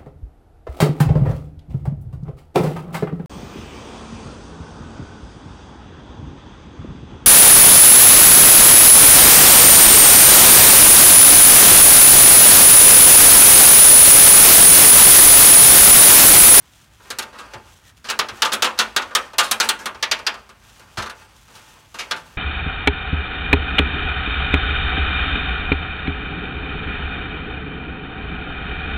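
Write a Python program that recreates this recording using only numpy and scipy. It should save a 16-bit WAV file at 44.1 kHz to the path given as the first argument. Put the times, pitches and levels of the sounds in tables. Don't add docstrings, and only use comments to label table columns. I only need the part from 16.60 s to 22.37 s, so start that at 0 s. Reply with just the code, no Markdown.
import sys
import numpy as np
from scipy import signal
from scipy.fft import rfft, irfft, next_fast_len
from scipy.io import wavfile
from scipy.ndimage import uniform_filter1d, minimum_filter1d, map_coordinates

SR = 44100
rng = np.random.default_rng(int(sys.argv[2]) if len(sys.argv) > 2 else 0)


def materialize(psi):
    bounded = np.clip(np.atleast_2d(psi).T, -1, 1)
    quanta = np.round(bounded * 32767).astype(np.int16)
    wavfile.write(sys.argv[1], SR, quanta)


N = 254452
TOP_HZ = 16000


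def amp(db):
    return 10 ** (np.asarray(db) / 20)


def along(points, hz):
    point_hz, values = np.transpose(points)
    return np.interp(np.log(hz + 1), np.log(point_hz + 1), values)


def wobble(knots_per_s):
    knots = rng.standard_normal(int(N * knots_per_s / SR) + 4)
    return map_coordinates(knots, [np.arange(N) * knots_per_s / SR])


def swell(middle_s, length_s):
    return np.cos(np.pi * np.clip((np.arange(N) / SR - middle_s) / length_s, -.5, .5))


def filtered(x, response):
    size = next_fast_len(N + SR // 2)
    return irfft(rfft(x, size) * response(np.fft.rfftfreq(size, 1 / SR)), size)[:N]


def coloured(x, spectrum):
    shaped = filtered(x, lambda hz: amp(along(spectrum, hz)))
    return shaped / np.sqrt(np.mean(shaped ** 2) + 1e-20)


def add(track, start_s, sound):
    part = track[round(start_s * SR):][:len(sound)]
    part += sound[:len(part)]


def grains(size, per_s):
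    return rng.standard_normal(size) * (rng.random(size) < per_s / SR)


def outdoors(level_db=-54):
    # frequency in Hz, relative density in dB.
    spectrum = [(15, -29), (28, -17), (50, 6.5), (70, 1.5), (100, 1.5), (150, -6), (220, -9.5),
                (450, -20.5), (1500, -16), (8000, -35.5)]
    return amp(level_db) * coloured(rng.standard_normal(N), spectrum)


def coveralls(level_db=-1, rest_db=-64.5, flutter_db=1.4):
    # frequency in Hz, relative density in dB.
    spectrum = [(500, 2), (2000, 2), (3400, 8), (4500, 0.5), (6200, 4.5), (10000, -3), (16000, -9)]
    # middle in seconds, length in seconds, relative level in dB.
    swishes = [(0.154, 0.36, -54.5), (0.445, 0.3, -53.5), (1.132, .26, -52.5), (1.276, 0.097, -53),
               (1.377, 0.029, -55), (1.81, 0.37, -49), (2.29, 0.51, -59), (4.134, 0.35, -53),
               (4.345, 0.17, -55), (4.606, 0.16, -56), (5.01, 0.75, -52), (5.628, 0.98, -54.5)]
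    crinkle = coloured(grains(N, per_s=6000), spectrum)
    envelope = amp(rest_db)
    for middle_s, length_s, db in swishes:
        envelope = np.hypot(envelope, amp(db) * swell(middle_s, length_s))
    return crinkle * envelope * amp(level_db + flutter_db * wobble(39))


def gloves(modes, level_db=-1, hold_db=-64, flutter_db=1.4, attack_s=0.01, release_s=0.14):
    # frequency in Hz, gain in dB.
    spectrum = [(100, -29), (220, -2.5), (450, -6.5), (800, 5.5), (1400, 5.5), (2200, 2), (3500, -6),
                (8000, -7.5)]
    # start in seconds, end in seconds, relative level in dB.
    slides = [(0.442, 0.713, -49.5), (0.746, 0.952, -46), (1.737, 2.66, -43.5), (2.794, 3.2, -58),
              (3.305, 3.807, -50), (4.007, 4.366, -53), (4.414, 4.62, -47.5), (4.877, 5.17, -51),
              (5.43, 5.653, -47.5)]
    hz, decays = modes
    t = np.arange(N) / SR
    ring = rng.choice([-1, 1], len(hz)).astype(np.float32) @ decays
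    rub = coloured(signal.fftconvolve(grains(N, per_s=2500), ring)[:N], spectrum)
    envelope = amp(hold_db)
    for start_s, end_s, db in slides:
        stroke = np.clip((t - start_s) / attack_s, 0, 1) * np.exp(-np.maximum(t - end_s, 0) / release_s)
        envelope = np.maximum(envelope, amp(db) * stroke)
    return rub * envelope * amp(level_db + flutter_db * wobble(30))


def glove_squeaks(waver_hz=80):
    # middle in seconds, length in seconds, pitch in Hz, peak level in dB.
    squeaks = [(1.28, .12, 1873, -56), (4.66, .14, 8436, -66)]
    track = np.zeros(N)
    for middle_s, length_s, hz, db in squeaks:
        phase = 2 * np.pi * np.cumsum(hz + waver_hz * wobble(140)) / SR
        track += amp(db) * swell(middle_s, length_s) * np.sin(phase)
    return track


def floor_thuds(level_db=-2, rise_s=0.0051):
    # start in seconds, relative level in dB.
    bumps = [(0.953, -34), (1.711, -35), (4.376, -24)]
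    # frequency in Hz, gain in dB, T60 in seconds.
    floor_modes = [(51.3, -11, 0.37), (81.6, -11, 0.45), (107.6, 2.5, 0.12), (150, -3.5, 0.089),
                   (217.5, -5.5, 0.26), (355.6, -6.5, 0.2)]
    t = np.arange(SR // 2) / SR
    track = np.zeros(N)
    for start_s, db in bumps:
        boom = sum(amp(mode_db - 60 * t / t60_s) * np.sin(2 * np.pi * (hz * t + rng.random()))
                   for hz, mode_db, t60_s in floor_modes)
        add(track, start_s, amp(db + level_db) * boom * (1 - np.exp(-t / rise_s)))
    return track


def trailer_echo(sound, delay_s=0.0051):
    # frequency in Hz, T60 in seconds.
    cabin_t60 = [(200, 0.27), (1200, 0.49), (4000, 0.3), (12000, 0.25)]
    hz, t, noise = signal.stft(rng.standard_normal(SR // 2), SR, nperseg=256)
    fade = amp(-60 * t / along(cabin_t60, hz)[:, None])
    tail = signal.istft(noise * fade, SR, nperseg=256)[1]
    tail = np.pad(tail, (round(delay_s * SR), 0))
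    return signal.fftconvolve(sound, tail / np.linalg.norm(tail))[:len(sound)]


def doorway(rings, mean_delay_s=.007):
    dull = signal.sosfilt(signal.butter(1, 5000, "lowpass", fs=SR, output="sos"), rings)
    delays = np.round(SR * mean_delay_s * (.5 + rng.random(len(rings)))).astype(int)
    return sum(np.pad(copy, (delay, 0))[:len(copy)] for copy, delay in zip(dull, delays))


def standing_ring(set_down_s=5.512, attack_s=0.0056):
    # frequency in Hz, level in dB, T60 in seconds.
    bending = [(167, -47, .8), (248, -48, .5)]
    t = np.maximum(np.arange(N) / SR - set_down_s, 0)
    hum = sum(amp(db - 60 * t / t60_s) * np.sin(2 * np.pi * hz * t) for hz, db, t60_s in bending)
    return hum * (1 - np.exp(-t / attack_s))


def ladder_modes(t, rail_t60_ratio=0.92, crowd_count=720, warp_hz=2500):
    # frequency in Hz, gain in dB.
    rails = [(167, -4.5), (221, 4), (400, 0.5), (495, -5.5), (650, -3), (888, 3.5), (1202, 3.5),
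             (1258, -15.5), (1437, -0.5), (1618, 2), (1836, 2.5), (2351, -5), (2730, -1.5), (3643, -6),
             (3889, -22.5), (4209, 2), (4595, 2), (5870, 0.5), (6900, -14)]
    # frequency in Hz, gain in dB.
    radiation = [(100, -51), (200, 2), (350, 3.5), (520, 6), (720, -1.5), (950, -2), (1300, 2), (2080, -2),
                 (2700, 2.5), (4200, 5), (6000, 2.5), (10000, -3.5), (16000, -17)]
    # frequency in Hz, T60 in seconds.
    damping = [(200, 0.37), (600, 0.32), (1300, 0.19), (2500, 0.17), (4500, 0.059), (12000, 0.07)]
    edges_hz = np.geomspace(150 + warp_hz, TOP_HZ + warp_hz, crowd_count + 1) - warp_hz
    spacing_hz = np.diff(edges_hz)
    crowd_hz = edges_hz[:-1] + spacing_hz * rng.random(crowd_count)
    rail_hz, rail_db = np.transpose(rails)
    hz = np.r_[rail_hz, crowd_hz]
    gain = np.r_[amp(rail_db), np.sqrt(spacing_hz / 40)] * amp(along(radiation, hz))
    t60_s = np.r_[rail_t60_ratio * along(damping, rail_hz), along(damping, crowd_hz)]
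    phase = np.outer(2 * np.pi * hz, t).astype(np.float32)
    log_fade = np.outer(-np.log(1000) / t60_s, t).astype(np.float32)
    return hz, gain[:, None].astype(np.float32) * np.sin(phase) * np.exp(log_fade)


def excitation(hz, db, sizzle_db, part_hz, clang_db, full_blow_db=-7, step_hz=1386, scatter_db=3):
    lighter_db, octaves = full_blow_db - db, np.log2(part_hz / step_hz)
    knock_db = -16 + 0.1769 * lighter_db - 3.5 * octaves
    clang_db = clang_db - 0.1959 * lighter_db + 7 * octaves
    hardness = [(450, knock_db), (950, 0), (1700, 0), (3000, clang_db), (5000, clang_db), (9000, sizzle_db)]
    first_db = 4.5 * np.exp(-(np.log(hz / part_hz) / 0.14) ** 2)
    second_db = 3 * np.exp(-(np.log(hz / (2.806 * part_hz)) / 0.1) ** 2)
    return amp(along(hardness, hz) + first_db + second_db + scatter_db * rng.standard_normal(len(hz)))


def edge_crack(t, peak_s=0.0005):
    treble = signal.butter(1, 3000, "highpass", fs=SR, output="sos")
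    return signal.sosfilt(treble, rng.standard_normal(len(t))) * t / peak_s * np.exp(1 - t / peak_s)


def contacts(events, t, modes, impact_db, rise_s, echo_db, crack_db, level_db, clang_db, clang_per_sizzle,
             wall_db=-3, detune=0.00853):
    hz, decays = modes
    track = np.zeros(N)
    mid_band = signal.butter(3, [800, 2000], "bandpass", fs=SR, output="sos")
    onset = 1 - np.exp(-t / rise_s)
    for start_s, db, sizzle_db, chatter_s, part_hz in events:
        gains = excitation(hz, db, sizzle_db, part_hz, clang_db + clang_per_sizzle * sizzle_db)
        mixes = (gains * rng.choice([-1, 1], (5, len(hz)))).astype(np.float32)
        direct, left_rail, right_rail, *sideways = mixes @ decays
        sound = amp(impact_db) * (direct + amp(wall_db) * doorway(sideways))
        for rail in (left_rail, right_rail):
            slips = grains(len(t), per_s=3000) * np.exp(-t / chatter_s) * onset
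            sound += signal.fftconvolve(rail, slips / (np.linalg.norm(slips) + 1e-9))[:len(t)]
        pitch_ratio = 1 + detune * rng.standard_normal()
        sound = map_coordinates(sound * onset, [np.arange(len(t)) * pitch_ratio])
        mid_power = uniform_filter1d(signal.sosfilt(mid_band, sound) ** 2, size=900)
        sound = sound / np.sqrt(mid_power.max()) + amp(sizzle_db + crack_db) * edge_crack(t)
        add(track, start_s, amp(db + level_db) * (sound + amp(echo_db) * trailer_echo(sound)))
    return track


def ladder(t, modes, lowest_hz=130):
    # start in seconds, relative level in dB, sizzle (edge
    # hardness) in dB, chatter time constant in seconds, pitch of the struck part in Hz.
    blows = [(0.503, -24, -1, 0.0073, 1550), (0.586, -21.5, 2, .002, 1530), (0.623, -30, -2.5, .004, 1310),
             (0.935, -29, -15.5, 0.0031, 880), (1.499, -17, -2, .007, 1350), (1.59, -9, -7, 0.002, 1210),
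             (1.686, -24.5, -12.5, .0025, 1210), (1.82, -9.5, -6.5, 0.0021, 1470),
             (1.85, -13, -7.5, 0.015, 1180), (1.932, -16, 3, 0.0093, 1280), (2.022, -11, -5, 0.0026, 1250),
             (2.044, -14, -9.5, 0.017, 1060), (2.177, -28, -16, 0.0048, 1510),
             (2.189, -10, -5.5, 0.015, 1450), (2.363, -9, -5.5, 0.0017, 1230),
             (2.419, -24, -13.5, 0.0045, 1140), (2.55, -8.5, -2, .003, 1285),
             (2.733, -30.5, -15, 0.0017, 920), (2.783, -9, 0, 0.0045, 1470),
             (2.797, -13, -4.5, 0.009, 1130), (2.912, -14, 5.5, 0.0023, 1350),
             (3.0, -9.5, -5.5, 0.0056, 1400), (3.089, -13, 4, 0.0015, 1500),
             (3.257, -17.5, -3.5, 0.0012, 1130), (3.346, -31.5, -18, 0.0027, 950),
             (3.426, -14.5, -10, 0.006, 1890), (3.513, -14.5, -6, 0.0055, 2050),
             (3.589, -29, -15, 0.0043, 920), (3.666, -14.5, -9, 0.0043, 1760),
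             (3.741, -31, -15.5, .004, 1130), (3.891, -37.5, -8, 0.015, 1130),
             (4.195, -42, -3, 0.0026, 1470), (4.992, -47, -6, .005, 1420),
             (5.343, -29.5, -10.5, 0.039, 1010), (5.51, -15.5, -10.5, 0.0015, 1500),
             (5.563, -31, -9, 0.024, 1390)]
    drags = [(0.398, -41.5, -20, 0.0091, 920), (0.728, -34, -19, .03, 1220),
             (0.785, -28.5, -12.5, 0.026, 1190), (1.443, -30.5, -11.5, 0.066, 1580),
             (1.487, -23.5, -15, 0.008, 2520), (1.919, -17, -6, 0.012, 1210), (2.507, -28, -27, .007, 1250),
             (2.831, -26, 2.5, 0.028, 1420), (3.027, -21.5, -2.5, 0.024, 940),
             (3.189, -28.5, -8.5, 0.044, 880), (4.372, -18, -15.5, 0.027, 1190),
             (4.421, -25.5, -11, 0.012, 1310), (4.459, -24, -14, 0.0094, 1300),
             (4.496, -28, -7.5, 0.007, 1450), (4.952, -40, -2, 0.025, 1400), (5.387, -24, -8, 0.02, 2270)]
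    clacks = contacts(blows, t, modes, impact_db=3, rise_s=0.00053, echo_db=-18, crack_db=4,
                      level_db=-8, clang_db=-0.5, clang_per_sizzle=0.071)
    scrapes = contacts(drags, t, modes, impact_db=-7, rise_s=0.0002, echo_db=-23, crack_db=-7,
                       level_db=-8.5, clang_db=3.5, clang_per_sizzle=0.63)
    return signal.sosfilt(signal.butter(2, lowest_hz, "highpass", fs=SR, output="sos"), clacks + scrapes)


def scene():
    t = np.arange(2 * SR // 5) / SR
    modes = ladder_modes(t)
    mix = ladder(t, modes) + floor_thuds() + gloves(modes) + coveralls()
    return (mix + outdoors() + standing_ring() + glove_squeaks())[None]


def record(dry, ceiling=.71, window_samples=90, bass_cut_hz=32):
    needed_gain = np.minimum(1, ceiling / (np.abs(dry[0]) + 1e-9))
    gain = uniform_filter1d(minimum_filter1d(needed_gain, window_samples), window_samples)
    held = signal.sosfilt(signal.butter(2, bass_cut_hz, "highpass", fs=SR, output="sos"), dry[0] * gain)
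    return filtered(held, lambda hz: 1 / (1 + (hz / TOP_HZ) ** 100))[None]


dry = scene()
out = record(dry)
materialize(out)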